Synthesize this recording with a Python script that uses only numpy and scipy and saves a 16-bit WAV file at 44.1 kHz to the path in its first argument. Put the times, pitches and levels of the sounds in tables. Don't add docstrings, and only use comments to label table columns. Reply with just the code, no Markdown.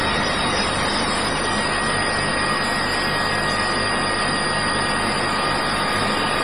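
import sys
import numpy as np
from scipy import signal
from scipy.fft import rfft, irfft
from scipy.io import wavfile
from scipy.ndimage import uniform_filter1d

SR = 44100
rng = np.random.default_rng(int(sys.argv[2]) if len(sys.argv) > 2 else 0)


def put_to_file(sound):
    columns = np.atleast_2d(sound).T
    safe = np.clip(columns, -1, 1)
    whole_steps = np.round(safe * 32767)
    wavfile.write(sys.argv[1], SR, whole_steps.astype(np.int16))


N = 283563
T = np.arange(N) / SR

# frequency in Hz, relative spectrum level in dB.
ROAR_SPECTRUM = [(15, -13), (25, -13), (49, -16), (218, -5), (382, -4), (506, -0.5), (989, -2.5),
                 (1200, -1.5), (1490, -3.5), (1850, -5), (2250, -10), (2400, -10), (3200, -14.5),
                 (3780, -19.5), (4000, -24), (4230, -30.5), (4450, -21.5), (5720, -81), (9680, -120)]
# centre in Hz, width in Hz, boost in dB (negative: a dip).
DUCT_RESONANCES = [(218, 35, 4), (204, 52, 4), (252, 10, 7.5), (134, 39, -2.5), (170, 15.5, -8),
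                   (344, 10, -1), (464, 26, 1.5), (706.6, 5.7, 11), (909, 35, 5.5), (1117, 46, 5),
                   (2060, 27, 4.5)]
# frequency in Hz, depth in dB for one spread of the patches.
TREBLE_FLICKER = [(1500, 1), (2200, 6), (3200, 11), (4200, 17)]
PATCH_TOP = 0.9
ROAR_DB, ROAR_SAG_DB = -21.5, 2.5
RUMBLE_DB, RUMBLE_SAG_DB = -27, 7.5
QUIET_S, SAG_WIDTH_S = 3.33, 4

# multiple of the mains rate, level in dB before it wavers.
PUMP_MULTIPLES = [(1, -44.5), (2, -42.5), (3, -40), (4, -44.5), (6, -44.5), (7, -42.5), (8, -47)]
PUMP_HZ = 50.0
MOTOR_HZ, MOTOR_DB, MOTOR_FADE_DB_PER_S = 73.2, -37.5, 5

# time in seconds, level in dB.
FAN_HIGH_LEVEL = [(0, -30), (.4, -33.5), (.55, -42), (1.3, -35.5), (1.55, -30), (2.1, -28.5), (3, -29),
                  (4.3, -29.5), (5.02, -30.5), (5.1, -37), (5.25, -33), (6.43, -37)]
# time in seconds, level in dB.
FAN_FRINGE_LEVEL = [(0, -33.5), (.9, -38.5), (1.3, -52), (5.6, -51), (6.43, -40)]
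# time in seconds, pitch in Hz, level in dB.
FAN_SECOND = [(0, 3789, -35), (.5, 3788.5, -35.5), (1.3, 3787, -40), (1.8, 3785, -45), (2.05, 3786, -58),
              (2.7, 3785, -48), (4.4, 3777, -49), (5.2, 3776, -50), (5.65, 3773, -42), (6.43, 3770, -41)]
# time in seconds, level in dB.
FAN_LOW_LEVEL = [(0, -36.5), (1.0, -37), (1.38, -39), (1.5, -28), (1.65, -43), (1.9, -31.5), (2.25, -36.5),
                 (2.5, -27.5), (2.62, -42), (3.0, -46), (3.15, -31.5), (3.4, -39), (3.5, -29.5),
                 (4.2, -32.5), (4.75, -33), (5.12, -33), (5.28, -31.5), (6.43, -29)]
# time in seconds, level in dB.
MOTOR_WHINE_LEVEL = [(0, -44), (1.3, -46), (2, -41), (3.2, -35), (3.8, -38), (4.2, -42), (4.9, -35.5),
                     (5.4, -44), (6, -35), (6.43, -39)]
# frequency in Hz, level in dB before it wavers.
FAINT_WHINES = [(104.2, -46), (146.6, -46), (512, -42), (833, -46), (880, -46), (1108.5, -48), (1251, -47)]
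FAN_START_HZ, FAN_SAG_HZ_PER_S = 1895.3, 1.55
FAN_LOW_HZ, WHINE_HZ = 1221.5, 1666.8
SECOND_FRINGE_DB = -5
LOW_SECOND_DB = -11.5

# frequency in Hz, relative spectrum level in dB.
HISS_SPECTRUM = [(3800, 8), (4500, 7.5), (5100, 17.5), (5350, 13), (5700, -71), (6500, -83.5), (6900, 0.5),
                 (7500, 4), (8700, 2.5), (8950, 11), (9150, -13)]
# time in seconds, level in dB.
HISS_LEVEL_CURVE = [(0, -45), (1.0, -36), (2.0, -42.5), (2.6, -37.5), (3.6, -41.5), (4.4, -43), (4.72, -49),
                    (4.9, -41), (6.43, -39.5)]
# frequency in Hz, relative spectrum level in dB.
EDGE_SPECTRUM = [(4900, 3), (4980, 8), (5100, 0), (5300, -2), (5500, -5), (5620, -4), (5690, 0), (5770, -6),
                 (6050, -9), (6200, -30)]
# time in seconds, level in dB.
EDGE_LEVEL_CURVE = [(0, -37.5), (.9, -33.5), (1.66, -39.5), (1.75, -73), (1.85, -32), (1.95, -82),
                    (2.15, -35), (2.3, -60), (2.9, -78), (4.0, -63), (6.43, -74)]
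# frequency in Hz, relative spectrum level in dB.
FIZZ_SPECTRUM = [(9560, -16), (9720, 12), (10300, -0.5), (10900, -22.5), (11500, -35.5), (11700, -57.5)]
# time in seconds, level in dB.
FIZZ_LEVEL_CURVE = [(0, -45), (.5, -43), (.62, -49), (1.2, -47), (1.5, -51), (1.9, -71), (2.3, -52),
                    (2.65, -43), (3.5, -46), (4.6, -55), (5.2, -44), (6.43, -45.5)]
# frequency in Hz, relative spectrum level in dB.
TOP_SPECTRUM = [(12000, -53), (12500, -6.5), (13050, 21), (13200, -31)]
# time in seconds, level in dB.
TOP_LEVEL_CURVE = [(0, -120), (2.4, -120), (2.5, -56), (3.55, -58), (3.65, -120), (4.75, -120), (4.88, -62),
                   (5.6, -58), (6.43, -58)]
HISS_TOP = 1.4

# time in seconds, pitch in Hz, level in dB before it wavers.
LOW_WHISTLE_PATH = [(0, 4750, -38), (.7, 4760, -37.5), (1.7, 4870, -35), (2.4, 4870, -33),
                    (3.8, 4840, -31.5), (4.8, 4830, -31.5), (5.6, 4805, -33.5), (6.43, 4810, -34)]
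# time in seconds, pitch in Hz, level in dB.
UNDER_WHISTLE_PATH = [(0, 9000, -75), (1.6, 9000, -65), (2.0, 8700, -62), (2.8, 8620, -53),
                      (3.55, 8780, -52), (3.75, 8400, -57), (6.43, 8800, -70)]
# time in seconds, pitch in Hz, level in dB.
HIGH_WHISTLE_PATH = [(0, 9130, -42), (.27, 9150, -43), (.45, 9300, -38.5), (1.2, 9330, -36.5),
                     (1.9, 9260, -35.5), (2.35, 9176, -37), (2.75, 9270, -46), (3.0, 9360, -45),
                     (3.6, 9380, -40), (4.2, 9290, -37.5), (4.85, 9250, -36.5), (5.55, 9190, -43),
                     (5.8, 9280, -41.5), (6.43, 9300, -42.5)]

# middle in seconds, level in dB, centre in Hz, half-length in seconds.
TREBLE_FLECKS = [(0.843, -48, 11300, .012), (0.925, -48, 6350, 0.012), (1.245, -54, 6500, .012),
                 (1.26, -50, 12000, .012), (3.348, -46, 5570, .012), (3.51, -42, 6200, .018),
                 (3.533, -46, 7500, .035), (3.555, -46, 5800, .012), (3.716, -45, 5950, .014),
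                 (5.698, -52, 5580, 0.013), (5.97, -47, 6040, .014), (6.3, -50, 5500, .012)]
FLECK_WIDTH_HZ = 900

# frequency in Hz, side level relative to the jet in dB.
SIDE_LEVEL = [(4000, -77), (6000, -47), (7500, -16.5), (9300, -8.5), (13000, -6)]
OFFSET = 0.0124
EDGE_HZ = 13300


def gain_of(db):
    return 10 ** (np.asarray(db) / 20)


def evened(x):
    return x / np.sqrt(np.mean(x ** 2) + 1e-20)


def read(points, hz):
    f, value = np.transpose(points)
    return np.interp(np.log(hz + 1), np.log(f + 1), value)


def curves(rows):
    s, *columns = np.transpose(rows)
    return [np.interp(T, s, column) for column in columns]


def level(rows):
    return gain_of(curves(rows)[0])


def wander(hz):
    z = rfft(rng.standard_normal(N))
    rolloff = 1 + (np.fft.rfftfreq(N, 1 / SR) / hz) ** 2
    return evened(irfft(z / rolloff, N))


def flickering_noise(shape_db, patchy_db, size, top):
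    frames, hz = N // 512 + 5, np.fft.rfftfreq(2048, 1 / SR)
    a, b, patches = rng.standard_normal((frames, 1025, 3)).T
    patches = uniform_filter1d(patches, size=size, axis=0)
    patches = evened(uniform_filter1d(patches, size=4, axis=1))
    spectrum_db = shape_db(hz)[:, None] + patchy_db * np.minimum(patches, top)
    z = (a + 1j * b) * gain_of(spectrum_db)
    return evened(signal.istft(z, nperseg=2048, noverlap=1536)[1][:N])


def roar():
    def shape_db(hz):
        boosts = sum(db / (1 + (2 * (hz - f) / w) ** 2) for f, w, db in DUCT_RESONANCES)
        return read(ROAR_SPECTRUM, hz) + boosts

    sag = np.exp(-((T - QUIET_S) / SAG_WIDTH_S) ** 2)
    flicker_db = read(TREBLE_FLICKER, np.fft.rfftfreq(2048, 1 / SR))[:, None]
    noise = flickering_noise(shape_db, flicker_db, size=4, top=PATCH_TOP)
    low = signal.sosfiltfilt(signal.butter(2, 280, fs=SR, output="sos"), noise)
    upper = gain_of(ROAR_DB - ROAR_SAG_DB * sag) * (noise - low)
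    rumble = gain_of(RUMBLE_DB - RUMBLE_SAG_DB * sag) * evened(low)
    return upper + rumble


def tone(hz, waver_hz, waver_db):
    turns = np.cumsum(hz + waver_hz * wander(7.2)) / SR + rng.random()
    return np.sqrt(2) * np.sin(2 * np.pi * turns) * gain_of(waver_db * wander(35.0))


def pump():
    out = np.zeros(N)
    for multiple, db in PUMP_MULTIPLES:
        turns = multiple * PUMP_HZ * T + rng.random()
        out += gain_of(db + 3.7 * wander(9.8)) * np.sqrt(2) * np.sin(2 * np.pi * turns)
    motor = tone(MOTOR_HZ, waver_hz=.2, waver_db=2.0)
    return out + gain_of(MOTOR_DB - MOTOR_FADE_DB_PER_S * T) * motor


def narrow(hz, width_hz):
    f = np.fft.fftfreq(N, 1 / SR)
    z = rng.standard_normal(N) + 1j * rng.standard_normal(N)
    slow = np.fft.ifft(z * np.exp(-(2 * f / width_hz) ** 2))
    carrier = np.exp(2j * np.pi * np.cumsum(hz) / SR)
    return evened((slow * carrier).real)


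def fans():
    high_hz = FAN_START_HZ - FAN_SAG_HZ_PER_S * T
    second_hz, second_db = curves(FAN_SECOND)
    low = level(FAN_LOW_LEVEL)
    out = level(FAN_HIGH_LEVEL) * tone(high_hz, waver_hz=0.99, waver_db=0.55)
    out += level(FAN_FRINGE_LEVEL) * narrow(high_hz - 8, width_hz=100)
    out += gain_of(second_db) * tone(second_hz, waver_hz=1.6, waver_db=3.2)
    out += gain_of(second_db + SECOND_FRINGE_DB) * narrow(second_hz - 20, width_hz=150)
    out += low * tone(FAN_LOW_HZ, waver_hz=0.45, waver_db=2.0)
    out += low * gain_of(LOW_SECOND_DB) * tone(2 * FAN_LOW_HZ, waver_hz=1.0, waver_db=1.5)
    out += level(MOTOR_WHINE_LEVEL) * tone(WHINE_HZ, waver_hz=0.75, waver_db=3.0)
    for hz, db in FAINT_WHINES:
        out += gain_of(db) * tone(hz, waver_hz=hz * 0.00087, waver_db=1.6)
    return out


def banded(points, patchy_db):
    def shape_db(hz):
        outside = (hz < points[0][0]) | (hz > points[-1][0])
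        return read(points, hz) - 80 * outside

    return flickering_noise(shape_db, patchy_db, size=8, top=HISS_TOP)


def whistle(hz, width_hz, jitter_hz, firm):
    core_hz = hz + jitter_hz * np.tanh(wander(39.6))
    core = evened(np.sin(2 * np.pi * np.cumsum(core_hz) / SR))
    return np.sqrt(firm) * core + np.sqrt(1 - firm) * narrow(hz, width_hz)


def jet():
    low_hz, low_db = curves(LOW_WHISTLE_PATH)
    under_hz, under_db = curves(UNDER_WHISTLE_PATH)
    high_hz, high_db = curves(HIGH_WHISTLE_PATH)
    out = level(HISS_LEVEL_CURVE) * banded(HISS_SPECTRUM, patchy_db=42.0)
    out += level(EDGE_LEVEL_CURVE) * banded(EDGE_SPECTRUM, patchy_db=47.0)
    out += level(FIZZ_LEVEL_CURVE) * banded(FIZZ_SPECTRUM, patchy_db=24.5)
    out += level(TOP_LEVEL_CURVE) * banded(TOP_SPECTRUM, patchy_db=5.0)
    low_gain = gain_of(low_db + 0.91 * wander(6.0))
    out += low_gain * whistle(low_hz, width_hz=310, jitter_hz=84.6, firm=0.51)
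    out += gain_of(under_db) * whistle(under_hz, width_hz=98, jitter_hz=39.0, firm=0.4)
    out += gain_of(high_db) * whistle(high_hz, width_hz=390, jitter_hz=69.55, firm=0.54)
    return out


def treble_flecks():
    out = np.zeros(N)
    for s, db, hz, half_s in TREBLE_FLECKS:
        edges = [hz - FLECK_WIDTH_HZ / 2, hz + FLECK_WIDTH_HZ / 2]
        band = signal.butter(2, edges, "bandpass", fs=SR, output="sos")
        noise = evened(signal.sosfiltfilt(band, rng.standard_normal(N)))
        out += gain_of(db) * np.exp(-((T - s) / half_s) ** 2) * noise
    return out


def scene():
    mid = roar() + pump() + fans() + jet() + treble_flecks()
    side_gain = gain_of(read(SIDE_LEVEL, np.fft.rfftfreq(N, 1 / SR)))
    side = irfft(rfft(jet()) * side_gain, N)
    return np.array([mid + side, mid - side])


def record(dry):
    taps = signal.firwin(511, EDGE_HZ, window=("kaiser", 9), fs=SR)
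    return signal.oaconvolve(dry, taps[None], "same") + OFFSET


dry = scene()
out = record(dry)
put_to_file(out)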